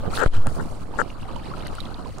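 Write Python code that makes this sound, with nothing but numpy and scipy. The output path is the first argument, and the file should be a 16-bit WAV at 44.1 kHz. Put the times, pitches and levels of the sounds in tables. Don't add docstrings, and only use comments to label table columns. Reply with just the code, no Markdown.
import sys
import numpy as np
from scipy import signal
from scipy.fft import rfft, irfft, next_fast_len
from scipy.io import wavfile
from scipy.ndimage import uniform_filter1d, map_coordinates

SR = 44100
rng = np.random.default_rng(int(sys.argv[2]) if len(sys.argv) > 2 else 0)


def store_pcm(level_fs):
    pcm = np.round(np.clip(level_fs, -1, 1) * 32767).astype(np.int16)
    wavfile.write(sys.argv[1], SR, np.atleast_2d(pcm).T)


def gain_from_db(level_db):
    decades = np.asarray(level_db, float) / 20
    return 10 ** decades


N = 97020


def unit(x):
    return x / np.sqrt(np.mean(x ** 2) + 1e-20)


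def along(points, hz):
    f, v = np.transpose(points)
    return np.interp(np.log(hz + 1), np.log(f + 1), v)


def curves(rows):
    s, *cols = np.transpose(rows)
    return np.array([np.interp(np.arange(N) / SR, s, c) for c in cols])


def wobble(rate):
    points = rng.standard_normal(int(N * rate / SR) + 4)
    return map_coordinates(points, [np.arange(N) * rate / SR])


def filtered(x, response):
    m = next_fast_len(N + SR)
    return irfft(rfft(x, m) * response(np.fft.rfftfreq(m, 1 / SR)), m)[..., :N]


def sides(db):
    return gain_from_db(np.array([db / 2, -db / 2]))


def bubbles(s, db, hz, pan_db, turns, rise):
    length = 900
    t = np.arange(length) / SR
    hz = hz[:, None]
    u = t * hz / turns
    tone = np.sin(2 * np.pi * hz * t * (1 + rise * np.minimum(u, 3)))
    wave = tone * u ** .5 * np.exp(-2 * u) * gain_from_db(db)[:, None]
    at = ((s * SR).astype(int)[:, None] + np.arange(length)).ravel()
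    return np.array([np.bincount(at, (wave * g[:, None]).ravel(), N + length)[:N] for g in sides(pan_db)])


def water(spectrum, count, hz, turns, size_db, grain_db, patchy_db):
    # pitch_hz, left_minus_right_db
    port_tilt = [(110, -26.5), (250, -8), (700, -1.5), (1300, 10), (2400, 4), (4400, -20), (6000, 1.5),
                 (8100, 4), (15000, 2.5)]
    z = signal.stft(rng.standard_normal((2, N)), nperseg=256)[2]
    patches = uniform_filter1d(uniform_filter1d(rng.standard_normal(z.shape), 5, 1), 6, 2)
    bed = signal.istft(z * gain_from_db(patchy_db * unit(patches).clip(-2, 2)), nperseg=256)[1][:, :N]

    g = rng.standard_normal((count, 3)).clip(-2.2, 2.2)
    start_s = rng.random(count) * N / SR
    level_db = size_db * g[:, 2] - 7 * np.abs(g[:, 1])
    pitch_hz = np.clip(hz * np.exp(.5 * g[:, 0]), 280, 15000)
    grains = bubbles(start_s, level_db, pitch_hz, 14 * g[:, 1], turns, rise=0.045)

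    def hump(f):
        return 1 + np.log((f + 50) / hz) ** 4

    both = unit(filtered(bed, lambda f: 1 / hump(f))) + gain_from_db(grain_db) * unit(grains)

    def shape(f):
        return gain_from_db(along(spectrum, f)) * sides(along(port_tilt, f)) * hump(f).clip(0, 6)

    return unit(filtered(both, shape))


def swell(db):
    own = np.array([wobble(24.85), wobble(24.69)])
    return gain_from_db(db * (wobble(40.18) + 0.16 * own).clip(-2, 1.5))


def gurgle():
    # time_s, left_db, right_db
    loudness = [(0, -34.5, -30.5), (.08, -35, -23.5), (.13, -27, -27), (.25, -34.5, -26), (.36, -32.5, -36),
                (.44, -35.5, -32.5), (.48, -29, -26.5), (.53, -35, -27.5), (.6, -33.5, -24.5),
                (.7, -40, -29.5), (.88, -45, -31.5), (.98, -30.5, -27.5), (1.07, -42, -31.5),
                (1.2, -40, -37.5), (1.26, -31.5, -30), (1.37, -41.5, -29), (1.43, -41.5, -33),
                (1.6, -32.5, -28), (1.75, -39.5, -31), (1.97, -32.5, -32.5), (2.06, -38.5, -30.5),
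                (2.13, -42.5, -41.5), (2.18, -39.5, -29.5)]
    # pitch_hz, level_db
    tone = [(100, -16), (220, -3), (400, -7.5), (1250, -3.5), (1600, -12), (2500, -41.5), (5000, -40)]
    flow = water(tone, count=2400, hz=650, turns=1.77, size_db=3.5, grain_db=2, patchy_db=6.0)
    return gain_from_db(curves(loudness) - 3.0) * swell(1.77) * flow


def spray():
    # time_s, splash_db, mist_db
    loudness = [(0, -51.5, -60), (.09, -52.5, -61.5), (.16, -39.5, -38.5), (.2, -40, -72), (.27, -46, -50),
                (.35, -46, -54.5), (.43, -56.5, -62), (.53, -56, -52.5), (.9, -59.5, -63.5),
                (.99, -47.5, -58.5), (1.15, -55, -63), (1.45, -52, -62.5), (1.6, -50, -59),
                (1.67, -42, -58), (1.72, -50, -58.5), (1.8, -48, -60), (1.9, -55, -62.5), (2.12, -54, -62)]
    # pitch_hz, level_db
    splash_tone = [(1200, -14), (1800, 3), (3000, 8), (3550, 2), (4300, 3.5), (5300, 0.5), (7000, -19)]
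    mist_tone = [(3000, -8.5), (5500, 1.5), (7500, 3), (10000, 3), (12500, -8), (15500, -10)]
    splash = water(splash_tone, count=4000, hz=3247, turns=7.1, size_db=5.5, grain_db=6, patchy_db=2.5)
    mist = water(mist_tone, count=3000, hz=8830, turns=2.8, size_db=5, grain_db=-5.5, patchy_db=2.5)
    splash_db, mist_db = curves(loudness)
    return swell(1.8) * (gain_from_db(splash_db) * splash + gain_from_db(mist_db + 2.5) * mist)


def rumble():
    # pitch_hz, level_db
    tone = [(3, 0), (15, 13), (40, 0.5), (100, 0.5), (220, -9.5), (450, -51)]
    twist_hz = 64
    shared, left, right = rng.standard_normal((3, N))
    turned = filtered(shared, lambda f: (twist_hz ** 2 - f * f) / (twist_hz ** 2 + f * f))
    lumps = gain_from_db(2.5 * wobble(25.02)) * np.array([shared + 0.63 * left, turned + 0.95 * right])
    level_db = -34.5 + curves([(0, 8.5), (.3, 3.5), (.6, 6.5), (.9, -3), (1.3, 2), (2.2, 1)])
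    return gain_from_db(level_db) * unit(filtered(lumps, lambda f: gain_from_db(along(tone, f))))


def jolt():
    # time_s, left, right
    pressure = [(0, 0.02, 0.018), (.2608, -0.11, -0.32), (.2613, 0.25, 0.28), (.266, -0.2, -0.99),
                (.273, -0.53, -0.61), (.279, -1.2, -0.5), (.285, -0.74, -1.08), (.33, -0.68, -0.51),
                (.348, -0.069, -0.17), (.4, 0.5, 0.38), (.47, 0.98, 0.91), (.58, 0.8, 1.0),
                (.72, 0.62, 0.99), (1, 0.36, 0.72)]
    return uniform_filter1d(curves(pressure), 12, 1)


def plops():
    # start_s, level_db, pitch_hz, left_minus_right_db
    events = [(0.036, -30, 556, -24), (0.135, -25.5, 1310, 22.5), (0.938, -28.5, 910, -13.5),
              (1.252, -30.5, 744, 8), (1.362, -26, 925, -17), (1.515, -28.5, 1085, -16),
              (1.537, -29.5, 1296, 23.5), (1.783, -27, 1330, 18), (2.058, -28, 985, -11)]
    return gain_from_db(4.5) * bubbles(*np.transpose(events), turns=6.84, rise=0.018)


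def drips():
    # start_s, level_db, pitch_hz, left_minus_right_db
    events = [(0.1526, -24.5, 4000, -8), (0.167, -24, 3870, -13), (1.1007, -32.5, 2520, -7),
              (1.227, -37.5, 2660, -5), (1.358, -32, 3110, -8), (1.665, -34, 1730, 16),
              (1.8047, -31.5, 4040, -24.5), (1.8538, -35.5, 3770, -17), (1.9432, -38, 4060, -21)]
    spatter_s, pitch_spread = .002, .08
    s, db, hz, pan_db = np.transpose(events)
    total = np.zeros((2, N))
    for late, high in rng.uniform(-1.6, 1, (4, 2, len(s))):
        start_s = s + spatter_s * (1 + late)
        total += bubbles(start_s, db, hz * np.exp(pitch_spread * high), pan_db, turns=5.14, rise=0.028)
    return gain_from_db(4.5) * total


def rubs():
    # start_s, length_s, level_db, hollow_mode_db
    strokes = [(0.175, .001, -9, -14), (0.185, 0.027, -13, -0.5), (0.2137, 0.00079, -5, -28),
               (0.218, .022, -8.5, 5.5), (0.246, 0.0034, -20, -8), (0.2602, 0.00091, -13.5, -11),
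               (0.329, 0.044, -29, 1.5), (0.465, 0.014, -25.5, 5), (0.596, 0.014, -20.5, 0),
               (0.988, 0.0196, -8, -2), (1.015, 0.0007, -2, -4)]
    # pitch_hz, width_hz, level_db
    case_modes = [(196, 250, -7), (895, 290, -5.5), (1330, 99, 2.5), (1525, 440, -0.5)]
    hollow_mode = [(510, 79, 4.5)]
    slips_per_s, slip_scatter_db, case_top_hz = 330, 2, 1704
    scuff_hz, scuff_width_hz, scuff_db, smear_s = 7420, 2260, -28, 0.025

    slips, hollow, effort = np.zeros((3, N))
    for s, length, db, hollow_db in strokes:
        r = rng.standard_normal((40, 3)).clip(-1.6, 1.6)
        t = np.cumsum(np.exp(.25 * r[:, 0])) / slips_per_s
        t -= t[0]
        inside = t < length
        at = ((s + t[inside]) * SR).astype(int)
        case_db, mode_db = db + 26.0 + slip_scatter_db * r[inside, 1:].T
        slips[at] += gain_from_db(case_db)
        hollow[at] += gain_from_db(mode_db + hollow_db)
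        effort[int(s * SR):int((s + length) * SR)] = gain_from_db(db)

    def modes(rows):
        def response(f):
            soft = signal.freqs(*signal.butter(10, 1, analog=True), f / case_top_hz)[1]
            return soft * sum(gain_from_db(db) * 1j * f * w / (c * c - f * f + 1j * f * w) for c, w, db in rows)
        return response

    ring = filtered(slips, modes(case_modes)) + filtered(hollow, modes(hollow_mode))

    noise = rng.standard_normal((2, N))
    hiss = unit(filtered(noise, lambda f: 1 / (1 + ((f - scuff_hz) / scuff_width_hz * 2) ** 2)))
    smear = int(smear_s * SR)
    swelling = uniform_filter1d(uniform_filter1d(effort, smear), smear)
    scuff = hiss * swelling * gain_from_db(scuff_db + 4.9 * wobble(350))
    return ring * gain_from_db([[0], [-26]]) + scuff * gain_from_db([[0], [-12]])


def fling():
    centre_s, half_length_s, level_db, low_hz = 0.193, 0.03, -44.5, 4000
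    noise = rng.standard_normal((2, N))
    hiss = unit(filtered(noise, lambda f: (f / low_hz) ** 3 / (1 + (f / low_hz) ** 4)))
    shape = np.exp(-((np.arange(N) / SR - centre_s) / half_length_s) ** 4)
    return gain_from_db(level_db + 3.2 * wobble(178.4)) * shape * hiss * sides(-3)[:, None]


def thuds():
    # start_s, left, right, decay_s
    knocks = [(0.2617, 0.18, -0.76, 0.00042), (0.2628, 0.12, 0.41, 0.014), (0.274, 0.14, -0.26, 0.00053),
              (0.4691, -0.051, 0.44, 0.00036), (0.4706, 0.4, 0.12, 0.00059)]
    t = np.arange(N) / SR
    total = np.zeros((2, N))
    for s, left, right, decay_s in knocks:
        since = np.abs(t - s)
        push = (t > s) * np.exp(-since / decay_s) * (1 - np.exp(-since / .0001))
        total += np.outer([left, right], push)
    return total


def shudders():
    # centre_s, half_length_s, pitch_hz, left_db, right_db
    shakes = [(0.385, 0.025, 99.8, -23, -26), (0.481, 0.011, 125, -43, -16.5)]
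    t = np.arange(N) / SR
    total = np.zeros((2, N))
    for s, width_s, hz, *db in shakes:
        total += np.outer(gain_from_db(db), np.sin(2 * np.pi * hz * t) * np.exp(-((t - s) / width_s) ** 2))
    return total


def ticks():
    # start_s, level_db, pitch_hz, left_minus_right_db
    events = [(0.4695, -15, 8000, 13.5), (0.6583, -29.5, 7500, 17), (1.3624, -29.5, 6300, 11),
              (1.67, -17.5, 10200, 8), (1.7525, -21.5, 9100, 8), (1.8055, -22.5, 10200, 9),
              (2.184, -24, 6800, -9)]
    spread_s, top_hz = .0008, 12400
    s, db, hz, pan_db = np.transpose(events)
    total = np.zeros((2, N))
    for b in rng.uniform(-1.6, 1, (6, len(s))):
        total += bubbles(s + spread_s * (1 + b), db, hz * np.exp(0.14 * b), pan_db, turns=0.92, rise=0.036)
    return filtered(total, lambda f: 1 / (1 + (f / top_hz) ** 6))


def scene():
    wet = gurgle() + spray() + plops() + drips() + fling() + ticks()
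    handled = rumble() + jolt() + rubs() + thuds() + shudders()
    return wet + handled


def band_limit(x):
    return signal.sosfilt(signal.butter(12, 16580, fs=SR, output="sos"), x)


def record(dry):
    stop, knee = 0.57, 4
    coupling_hz, top_hz = 5.8, 15700
    inward = np.maximum(-dry, 0)
    stopped = dry / (1 + (inward / stop) ** knee) ** (1 / knee)
    held = np.pad(stopped, [(0, 0), (0, SR // 10)], 'edge')
    out = filtered(held, lambda f: 1j * f / (coupling_hz + 1j * f) * (f < top_hz))
    return band_limit(out)


dry = scene()
out = record(dry)
store_pcm(out)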